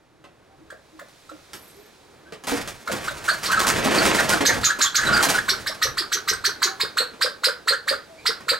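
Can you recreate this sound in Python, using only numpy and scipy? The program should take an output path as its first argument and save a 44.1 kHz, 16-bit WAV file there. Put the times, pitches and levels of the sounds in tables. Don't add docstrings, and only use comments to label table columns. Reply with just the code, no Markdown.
import sys
import numpy as np
from scipy import signal
from scipy.fft import rfft, irfft, next_fast_len
from scipy.io import wavfile
from scipy.ndimage import uniform_filter1d, minimum_filter1d, map_coordinates

SR = 44100
rng = np.random.default_rng(int(sys.argv[2]) if len(sys.argv) > 2 else 0)


def dump_mix(stems):
    frames = np.atleast_2d(stems).T
    limited = np.clip(frames, -1, 1)
    pcm = np.round(limited * 32767).astype(np.int16)
    wavfile.write(sys.argv[1], SR, pcm)


N = 378819
BAND_LIMIT_HZ = 15950


def amp(db):
    return 10 ** (np.asarray(db) / 20)


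def along(points, hz):
    freqs, values = np.transpose(points)
    return np.interp(np.log(hz + 1), np.log(freqs + 1), values)


def wobble(rate, n):
    return map_coordinates(rng.standard_normal(int(n * rate / SR) + 4), [np.arange(n) * rate / SR])


def filtered(x, response):
    n = x.shape[-1]
    size = next_fast_len(n + 4096)
    return irfft(rfft(x, size) * response(np.fft.rfftfreq(size, 1 / SR)), size)[..., :n]


def noise(spectrum, n, grain_db=0):
    grains = rng.standard_normal(n) * amp(grain_db * wobble(900, n))
    coloured = filtered(grains, lambda hz: amp(along(spectrum, hz)))
    return coloured / np.sqrt(np.mean(coloured ** 2) + 1e-20)


def swells(rows, settle_db_per_s=80):
    t = np.arange(N) / SR
    each = [np.clip((t - start) / rise, 0, 1)
            * amp(db - settle_db_per_s * np.maximum(t - start - rise - hold, 0))
            for start, rise, hold, db in rows]
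    return np.linalg.norm(each, axis=0)


def add(track, start_s, sound):
    part = track[..., round(start_s * SR):][..., :sound.shape[-1]]
    part += sound[..., :part.shape[-1]]


# freq_hz, t60_s
PEN_DECAY = [(150, 0.27), (500, 0.27), (1500, 0.32), (4500, 0.25), (8000, 0.19), (15000, 0.25)]


def in_pen(x, wet_db, side_db=-9, gap_s=0.0022, early_db=4, early_s=0.028):
    hz, t, spectra = signal.stft(rng.standard_normal((2, SR // 2)), SR, nperseg=256)
    decay = amp(early_db * np.exp(-(t / early_s) ** 2) - 60 * t / along(PEN_DECAY, hz)[:, None])
    tail = signal.istft(spectra * decay, SR, nperseg=256)[1]
    tail *= np.clip(np.arange(tail.shape[1]) / SR / gap_s - 1, 0, 1)
    tail *= amp(wet_db + np.array([[0], [side_db]])) / np.linalg.norm(tail[0])
    tail[0, 0] += 1
    return signal.fftconvolve(x[None], tail, axes=1)


def wide_noise(spectrum, side_db):
    return np.array([noise(spectrum, N), amp(side_db) * noise(spectrum, N)])


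# time_s, murmur_db, hiss_db
BED_LEVELS = [(0, -61, -70), (.6, -56, -65.5), (1.2, -57, -56), (1.7, -55, -54.5), (2.25, -54, -60.5),
              (5.8, -46.5, -51), (6.7, -49, -51.5), (7.5, -52.5, -56.5), (8.59, -50.5, -54.5)]
# freq_hz, density_db
MURMUR_COLOUR = [(40, -27), (70, 0.5), (110, -7.5), (160, -1.5), (220, -5), (330, 0.5), (600, -4),
                 (1000, -7.5), (1600, -10.5), (2500, -17.5), (4000, -24.5), (7000, -89)]
HISS_COLOUR = [(1470, -1), (2500, 1), (2830, -2.5), (3720, 1), (3980, 1), (10400, -9.5), (16000, -20)]


def outdoor_bed():
    t = np.arange(N) / SR
    times, *levels_db = np.transpose(BED_LEVELS)
    murmur, hiss = [amp(np.interp(t, times, db, right=-120)) for db in levels_db]
    murmur *= amp(1.2 * wobble(9, N))
    return murmur * wide_noise(MURMUR_COLOUR, side_db=-23) + hiss * wide_noise(HISS_COLOUR, side_db=-7)


# start_s, rise_s, hold_s, relative_db
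PUFFS = [(.48, 0.052, 0.25, -63), (3.45, 0.049, 0.084, -44), (4.42, 0.072, 0.11, -42),
         (4.97, 0.031, 0.18, -39), (5.82, 0.04, 0.065, -47.5), (6.28, 0.042, 0.04, -46)]
# freq_hz, density_db
RUMBLE_COLOUR = [(11, -37), (18, 2), (140, 8), (180, -12), (310, -120)]


def draught():
    fanned = amp(-40.5) * (swells(FLAPPING) / amp(FULL_EFFORT_DB)) ** 0.6
    calm = amp(-67.5)
    airflow = np.sqrt(fanned ** 2 + swells(PUFFS) ** 2 + calm ** 2)
    buffeting = amp(2 * wobble(12, N) - 1)
    return airflow * buffeting * wide_noise(RUMBLE_COLOUR, side_db=-6)


# freq_hz, gain_db
THROAT_EQ = [(300, 14), (700, -6.5), (950, -6), (1500, 0.5), (1900, -0.5), (2700, -6.5), (3500, -0.5),
             (4200, 4.5), (5500, -4.5), (6900, 0), (8000, 5), (9500, -6), (12000, -3), (15000, -19)]
# freq_hz, density_db
RASP_COLOUR = [(700, -59), (1300, 4), (1900, 11), (2700, -2), (4300, 21.5), (5400, -10), (6400, -3),
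               (7900, 11.5), (9500, -28), (12000, 4.5), (14000, -18), (16000, -30)]


def whistle(hz, rough, overtone_db, slope_db, flutter=0.109, rasp_db=-12, mellow_db=-8):
    n = len(hz)
    hz = hz * np.exp(flutter * rough * wobble(900, n))
    phase = 2 * np.pi * np.cumsum(hz) / SR
    pressure = np.clip(hz / 2200, 0, 1) ** 2
    harmonic = np.arange(1, 7)[:, None]
    rolloff_db = overtone_db + slope_db * (harmonic - 2) + mellow_db * (1 - pressure)
    level_db = along(THROAT_EQ, harmonic * hz) + (harmonic > 1) * rolloff_db
    tone = np.sum(amp(level_db) * (harmonic * hz < BAND_LIMIT_HZ) * np.sin(harmonic * phase), axis=0)
    rasp = amp(rasp_db) * rough * pressure * noise(RASP_COLOUR, n, grain_db=-17)
    return np.sqrt(2) * tone + rasp


# start_s, length_s, from_hz, to_hz, relative_db
COO_CUES = [(0.107, 0.04, 335, 293, -64), (.49, 0.06, 784, 760, -45), (0.586, 0.057, 350, 298, -55.5),
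            (0.922, 0.055, 340, 295, -54), (1.308, 0.049, 322, 304, -55), (1.745, 0.14, 381, 464, -53.5),
            (1.818, 0.092, 1740, 1730, -54), (2.25, 0.047, 1485, 1680, -47.5),
            (6.661, 0.091, 770, 768, -33), (8.07, 0.12, 672, 634, -40), (8.17, 0.062, 2220, 2530, -40)]


def coos(waver=0.008):
    out = np.zeros((2, N))
    for start, length, from_hz, to_hz, db in COO_CUES:
        progress = np.linspace(0, 1, round(length * SR))
        hz = (from_hz + (to_hz - from_hz) * progress) * np.exp(waver * wobble(135, len(progress)))
        voice = whistle(hz, rough=0.32, overtone_db=-16.5, slope_db=-4)
        envelope = np.sqrt(abs(np.sin(np.pi * progress))) * amp(db - 7.5)
        add(out, start, in_pen(voice * envelope, wet_db=-2.5))
    return out


# start_s, tick_db, knock_db
STEP_CUES = [(.241, -61, -45), (1.085, -51.5, -70), (1.533, -35, -42.5), (2.323, -45.5, -35.5),
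             (2.438, -40, -39.5), (2.475, -29, -32), (4.3, -26, -35), (4.409, -33, -18.5),
             (4.789, -37, -30), (7.135, -58, -43), (8.404, -49, -42)]
# freq_hz, density_db
SCRAPE_COLOUR = [(200, -14), (800, 0), (1500, 1), (3000, -4.5), (5000, -4), (8000, -6), (12000, -12.5),
                 (16000, -20.5)]
# freq_hz, density_db
DULL_COLOUR = [(29, -48), (50, -30), (125, -5.5), (176, 5.5), (214, 0.5), (361, 1), (622, 1.5), (678, -2.5),
               (960, -2.5), (1800, -3.5), (9000, -23), (11700, -53), (19800, -120)]


def steps():
    out, t = np.zeros((2, N)), np.arange(SR // 8) / SR
    for start, tick_db, knock_db in STEP_CUES:
        tick = amp(tick_db) * noise(SCRAPE_COLOUR, len(t), grain_db=4) * np.exp(-t / 0.016)
        knock = amp(knock_db) * noise(DULL_COLOUR, len(t)) * np.exp(-t / 0.015)
        add(out, start, in_pen(tick + knock, wet_db=0))
    return out


USUAL_TOP_HZ = 5468


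def chirp_contour(top_hz, low_hz, rise_db, rough):
    top_db = rise_db + 13.5 * np.log2(top_hz / USUAL_TOP_HZ) + 5 * (0.5 - rough)
    low_db = rise_db + 1 + 28.5 * min(0, np.log2(low_hz / 562)) - 7.5 * rough
    flick_db = min(rise_db, top_db) - 5.5
    onset = [(-.42, .9 * low_hz, low_db - 31), (-.27, low_hz, low_db - 21), (-.18, 950, rise_db - 25)]
    rise = [(-.09, 1201, rise_db - 4), (0, min(1600, top_hz), rise_db - 5),
            (.06, min(1950, top_hz), rise_db - .5),
            (.125, max(.73 * top_hz, min(2100, top_hz)), top_db - 3.5)]
    crest = [(.2, .93 * top_hz, top_db - .5), (.3, top_hz, top_db), (.4, .93 * top_hz, top_db - 2.5)]
    drop = [(.48, min(1900, .806 * top_hz), top_db - 13), (.54, .97 * low_hz, low_db - 15.5)]
    low_note = [(.69, low_hz, low_db), (.82, 1.2 * low_hz, low_db - 14.5)]
    flick = [(.9, 1094, flick_db - 2), (.97, 1440, flick_db),
             (1.1, 1700, flick_db - 10), (1.3, 1490, flick_db - 44)]
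    return np.transpose(onset + rise + crest + drop + low_note + flick)


# start_s, top_hz, low_hz, relative_db, roughness (0-1)
CHIRP_CUES = [(.706, 1494, 581, -33, 0.26), (0.995, 1710, 601, -31.5, 0.48), (1.297, 1393, 583, -33, 0.25),
              (2.878, 1442, 604, -18.5, 0.37), (3.081, 3880, 590, -30.5, 0.55),
              (3.286, 4650, 618, -22, 0.26), (3.452, 5890, 1132, -26.5, 0.42),
              (4.456, 6900, 467.4, -17, 0.34), (4.639, 7090, 1298, -17.5, .4),
              (4.811, 7050, 1127, -16, 0.53), (4.951, 6840, 1287, -18.5, .6),
              (5.487, 6010, 371, -17.5, 0.61), (5.667, 5790, 637, -23, 0.62), (5.823, 6120, 490, -18, 0.48),
              (5.977, 5445, 367, -20.5, 0.41), (6.124, 6500, 406, -20, 0.66),
              (6.282, 5980, 430, -17.5, 0.65), (6.447, 6010, 399.5, -18, 0.6),
              (6.625, 6050, 387.5, -15.5, 0.77), (6.804, 5050, 447, -19, 0.51),
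              (6.976, 4510, 488.5, -15, 0.41), (7.217, 5256, 515.4, -16.5, 0.32),
              (7.441, 5360, 501, -15, .33), (7.68, 4817, 487, -15.5, 0.32), (7.882, 4980, 541, -17.5, 0.41),
              (8.261, 5420, 432, -17.5, 0.5), (8.488, 4850, 516, -16.5, 0.37)]
# freq_hz, density_db
GRATE_COLOUR = [(900, -48), (1350, -7), (1800, 3), (2200, -8), (2900, -22)]


def chirps(slip=0.1, stumble=0.251, lead_s=0.025):
    out, n = np.zeros((2, N)), SR // 8
    for start, top_hz, low_hz, rise_db, rough in CHIRP_CUES:
        length = 0.049 * (top_hz / USUAL_TOP_HZ) ** 0.33
        progress = (np.arange(n) / SR - lead_s) / length
        bump = lambda centre, width: np.exp(-((progress - centre) / width) ** 2)
        share, hz, db = chirp_contour(top_hz, low_hz, rise_db, rough)
        pitch = np.exp(np.interp(progress, share, np.log(hz)))
        pitch *= np.exp(-slip * rough * np.clip(pitch / 4000, 0, 1) * wobble(260, n) ** 2)
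        pitch *= np.exp(stumble * rough * bump(0, 0.2005) * wobble(450.7, n))
        voice = whistle(pitch, rough, overtone_db=-8 - 8.8 * rough, slope_db=-1.5, rasp_db=-15.5)
        voice *= amp(np.interp(progress, share, db, left=-120, right=-120) - 1.5)
        crest_db = np.interp(0.3, share, db)
        crack = amp(crest_db - 8) * bump(0.15, 0.2) * noise(RASP_COLOUR, n, grain_db=4)
        crack *= min(1, top_hz / 5000) ** 2
        edge = amp(rise_db - 30.5) * rough * bump(-0.38, 0.15) * noise(RASP_COLOUR, n)
        grate = amp(rise_db - 3) * rough * bump(0.09, 0.095) * noise(GRATE_COLOUR, n)
        add(out, start - lead_s, in_pen(voice + crack + edge + grate, wet_db=-0.5))
    return out


def grit(start_s=1.54, spread_s=0.12, ring_s=0.0043, stones=45):
    out, t = np.zeros(N), np.arange(SR // 40) / SR
    for lateness, softness, tone in rng.random((stones, 3)):
        ping = np.sin(2 * np.pi * (7625 + 6250 * tone) * t) * np.exp(-t / ring_s)
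        landing_s = start_s - spread_s * np.log(1 - 0.95 * lateness)
        add(out, landing_s, amp(-47 - 5.1 * softness - 6 * lateness) * ping)
    return in_pen(out, wet_db=3)[:, :N]


# start_s, rise_s, hold_s, effort_db
FLAPPING = [(2.47, 0.025, 0.046, -31.5), (2.88, .04, .03, -32.5), (3.0, 0.039, 0.41, -41.5),
            (3.42, 0.55, .13, -21), (4.05, 0.073, 0.24, -28), (4.47, 0.027, 0.058, -30.5),
            (4.96, 0.19, 0.085, -25), (5.46, 0.029, 0.081, -41.5)]
# start_s, feather_db, length_s
STROKE_CUES = [(2.469, -29.5, 0.046), (2.508, -26, 0.02), (2.581, -47, .029), (2.674, -31, 0.028),
               (2.914, -26, 0.02), (3.04, -32, 0.024), (3.239, -34, 0.12), (3.43, -27, 0.055),
               (3.515, -20.5, 0.017), (3.592, -18.5, 0.023), (3.666, -17.5, 0.043), (3.908, -29, 0.017),
               (3.943, -27.5, 0.047), (4.051, -16.5, 0.031), (4.145, -19, 0.023), (4.198, -15.5, 0.0098),
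               (4.288, -21.5, 0.059), (4.407, -27, 0.011), (4.787, -30, 0.015), (5.166, -22, 0.011),
               (5.226, -10, 0.019), (5.285, -20, 0.041), (5.341, -24, 0.036)]
FULL_EFFORT_DB = -27


def wings(push_db=-2, churn_db=-1):
    out, t = np.zeros((2, N)), np.arange(SR // 6) / SR
    effort = swells(FLAPPING)
    for start, feather_db, length in STROKE_CUES:
        drag = (1 - np.exp(-t / 0.0015)) * np.exp(-(t / length) ** 2)
        feathers = amp(feather_db) * noise(SCRAPE_COLOUR, len(t), grain_db=4)
        push = amp(push_db) * effort[round(start * SR)] * noise(DULL_COLOUR, len(t), grain_db=4)
        add(out, start, in_pen(drag * (feathers + push), wet_db=-6.5))
    churn = effort * amp(churn_db + 1.2 * wobble(35, N)) * noise(DULL_COLOUR, N, grain_db=3)
    rustle = (effort / amp(FULL_EFFORT_DB)) ** 0.66
    plumage = rustle * amp(-34 + 4.3 * wobble(60, N)) * noise(SCRAPE_COLOUR, N, grain_db=1)
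    add(out, 0, in_pen(churn + plumage, wet_db=-6.5))
    return out


# pitch_hz, level_db, uncapped_t60_s
WALL_MODES = [(283.5, -1, 5.0), (314.5, -10, 0.7), (423, -6.5, 5.0), (488.5, -5, 5.0), (682.3, -4.5, 0.59),
              (836, -1, 0.047)]
# start_s, relative_db
THUMP_CUES = [(2.475, -29), (2.519, -19.5), (2.885, -34), (2.931, -29), (3.86, -17), (3.975, -17.5),
              (4.059, -20), (4.337, -18.5), (4.407, -18.5), (4.491, -20), (4.574, -27.5), (5.262, -21.5)]


def thumps(max_t60_s=0.14, detune=0.0542):
    out, t = np.zeros((2, N)), np.arange(SR // 4) / SR
    hz, mode_db, t60 = np.transpose(WALL_MODES)[:, :, None]
    attack = 1 - np.exp(-t / 0.00081)
    for start, db in THUMP_CUES:
        strength, tuning = rng.standard_normal((2, len(WALL_MODES), 1))
        decay = amp(mode_db + 1.7 * strength - 60 * t / np.minimum(t60, max_t60_s))
        boom = attack * np.sum(decay * np.sin(2 * np.pi * hz * (1 + detune * tuning) * t), axis=0)
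        add(out, start, in_pen(amp(db + 1) * boom / np.max(abs(boom)), wet_db=-1.5))
    return out


# start_s, length_s, pitch_hz, relative_db
WHINE_CUES = [(3.07, 0.025, 1338, -18.5), (3.275, 0.035, 1405, -8.5), (3.48, 0.18, 1342, -14),
              (3.685, 0.037, 1540, -15), (3.974, 0.028, 4600, -18.5), (4.001, .036, 1620, -17.5),
              (4.176, 0.039, 1400, -13), (4.317, 0.062, 1500, -14.5), (4.477, 0.059, 1770, -13.5),
              (4.692, 0.033, 1450, -14.5), (4.852, 0.0305, 3400, -14.5), (4.973, 0.12, 1500, -16.5),
              (5.074, 0.14, 1381, -12), (5.059, 0.034, 4100, -22), (5.125, 0.056, 4750, -16),
              (5.33, 0.066, 1400, -14.5), (6.329, 0.018, 8350, -28), (7.717, 0.033, 1575, -15.5),
              (7.926, 0.025, 1408, -18.5), (8.526, 0.025, 1500, -15)]


def whines(syllable_s=0.04, scoop_hz=148, stray_hz=110, waver_hz=170, gap_db=-12.5, throb_db=4):
    out = np.zeros((2, N))
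    for start, length, pitch, db in WHINE_CUES:
        t = np.arange(round(length * SR)) / SR
        swell = np.sin(np.pi * t / min(syllable_s, length)) ** 2
        strain = np.tanh(wobble(150, len(t)))
        loose = min(1, 1500 / pitch)
        stray = stray_hz * wobble(1 / syllable_s, len(t))
        hz = pitch + scoop_hz * (0.5 - swell) + stray + waver_hz * loose * strain
        voice = whistle(hz, rough=0.824 * loose, overtone_db=-12.5, slope_db=-2.5)
        fade = np.clip(np.minimum(t, length - t) / 0.005, 0, 1)
        level = amp(db - 5.5 + gap_db * (1 - swell) + throb_db * strain)
        add(out, start, in_pen(voice * fade * level, wet_db=-5))
    return out


# freq_hz, left_lead_rad
PORT_PHASE = [(20, 0.19), (100, -0.24), (250, -1.02), (450, -1.14), (1000, -0.97), (2000, -0.66),
              (4000, -0.64), (7000, 0.5), (15000, 0.28)]
# freq_hz, left_minus_right_db
PORT_BALANCE = [(60, -0.5), (110, 0), (200, -0.5), (380, -1), (700, -1), (1290, -1.5), (2380, -1),
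                (4400, -3.5), (8120, -2.5), (15000, 0.5)]


def scene():
    voices = chirps() + coos() + whines()
    scuffle = wings() + thumps() + steps() + grit()
    mid, side = voices + scuffle + outdoor_bed() + draught()
    sign = np.array([[1], [-1]])
    half_lead = lambda hz: np.clip(along(PORT_PHASE, hz) / 2, -1, 1)
    ports = lambda hz: amp(sign * along(PORT_BALANCE, hz) / 2) * (1 + 1j * sign * np.tan(half_lead(hz)))
    return filtered(mid + sign * side, ports)


def record(dry, ceiling_db=-14):
    level = np.sqrt(abs(uniform_filter1d(np.mean(dry ** 2, axis=0), size=130)) + 1e-12)
    needed = np.minimum(1, amp(ceiling_db) / level)
    gain = uniform_filter1d(minimum_filter1d(needed, size=300), size=300)
    return filtered(dry * gain, lambda hz: hz < BAND_LIMIT_HZ)


dry = scene()
out = record(dry)
dump_mix(out)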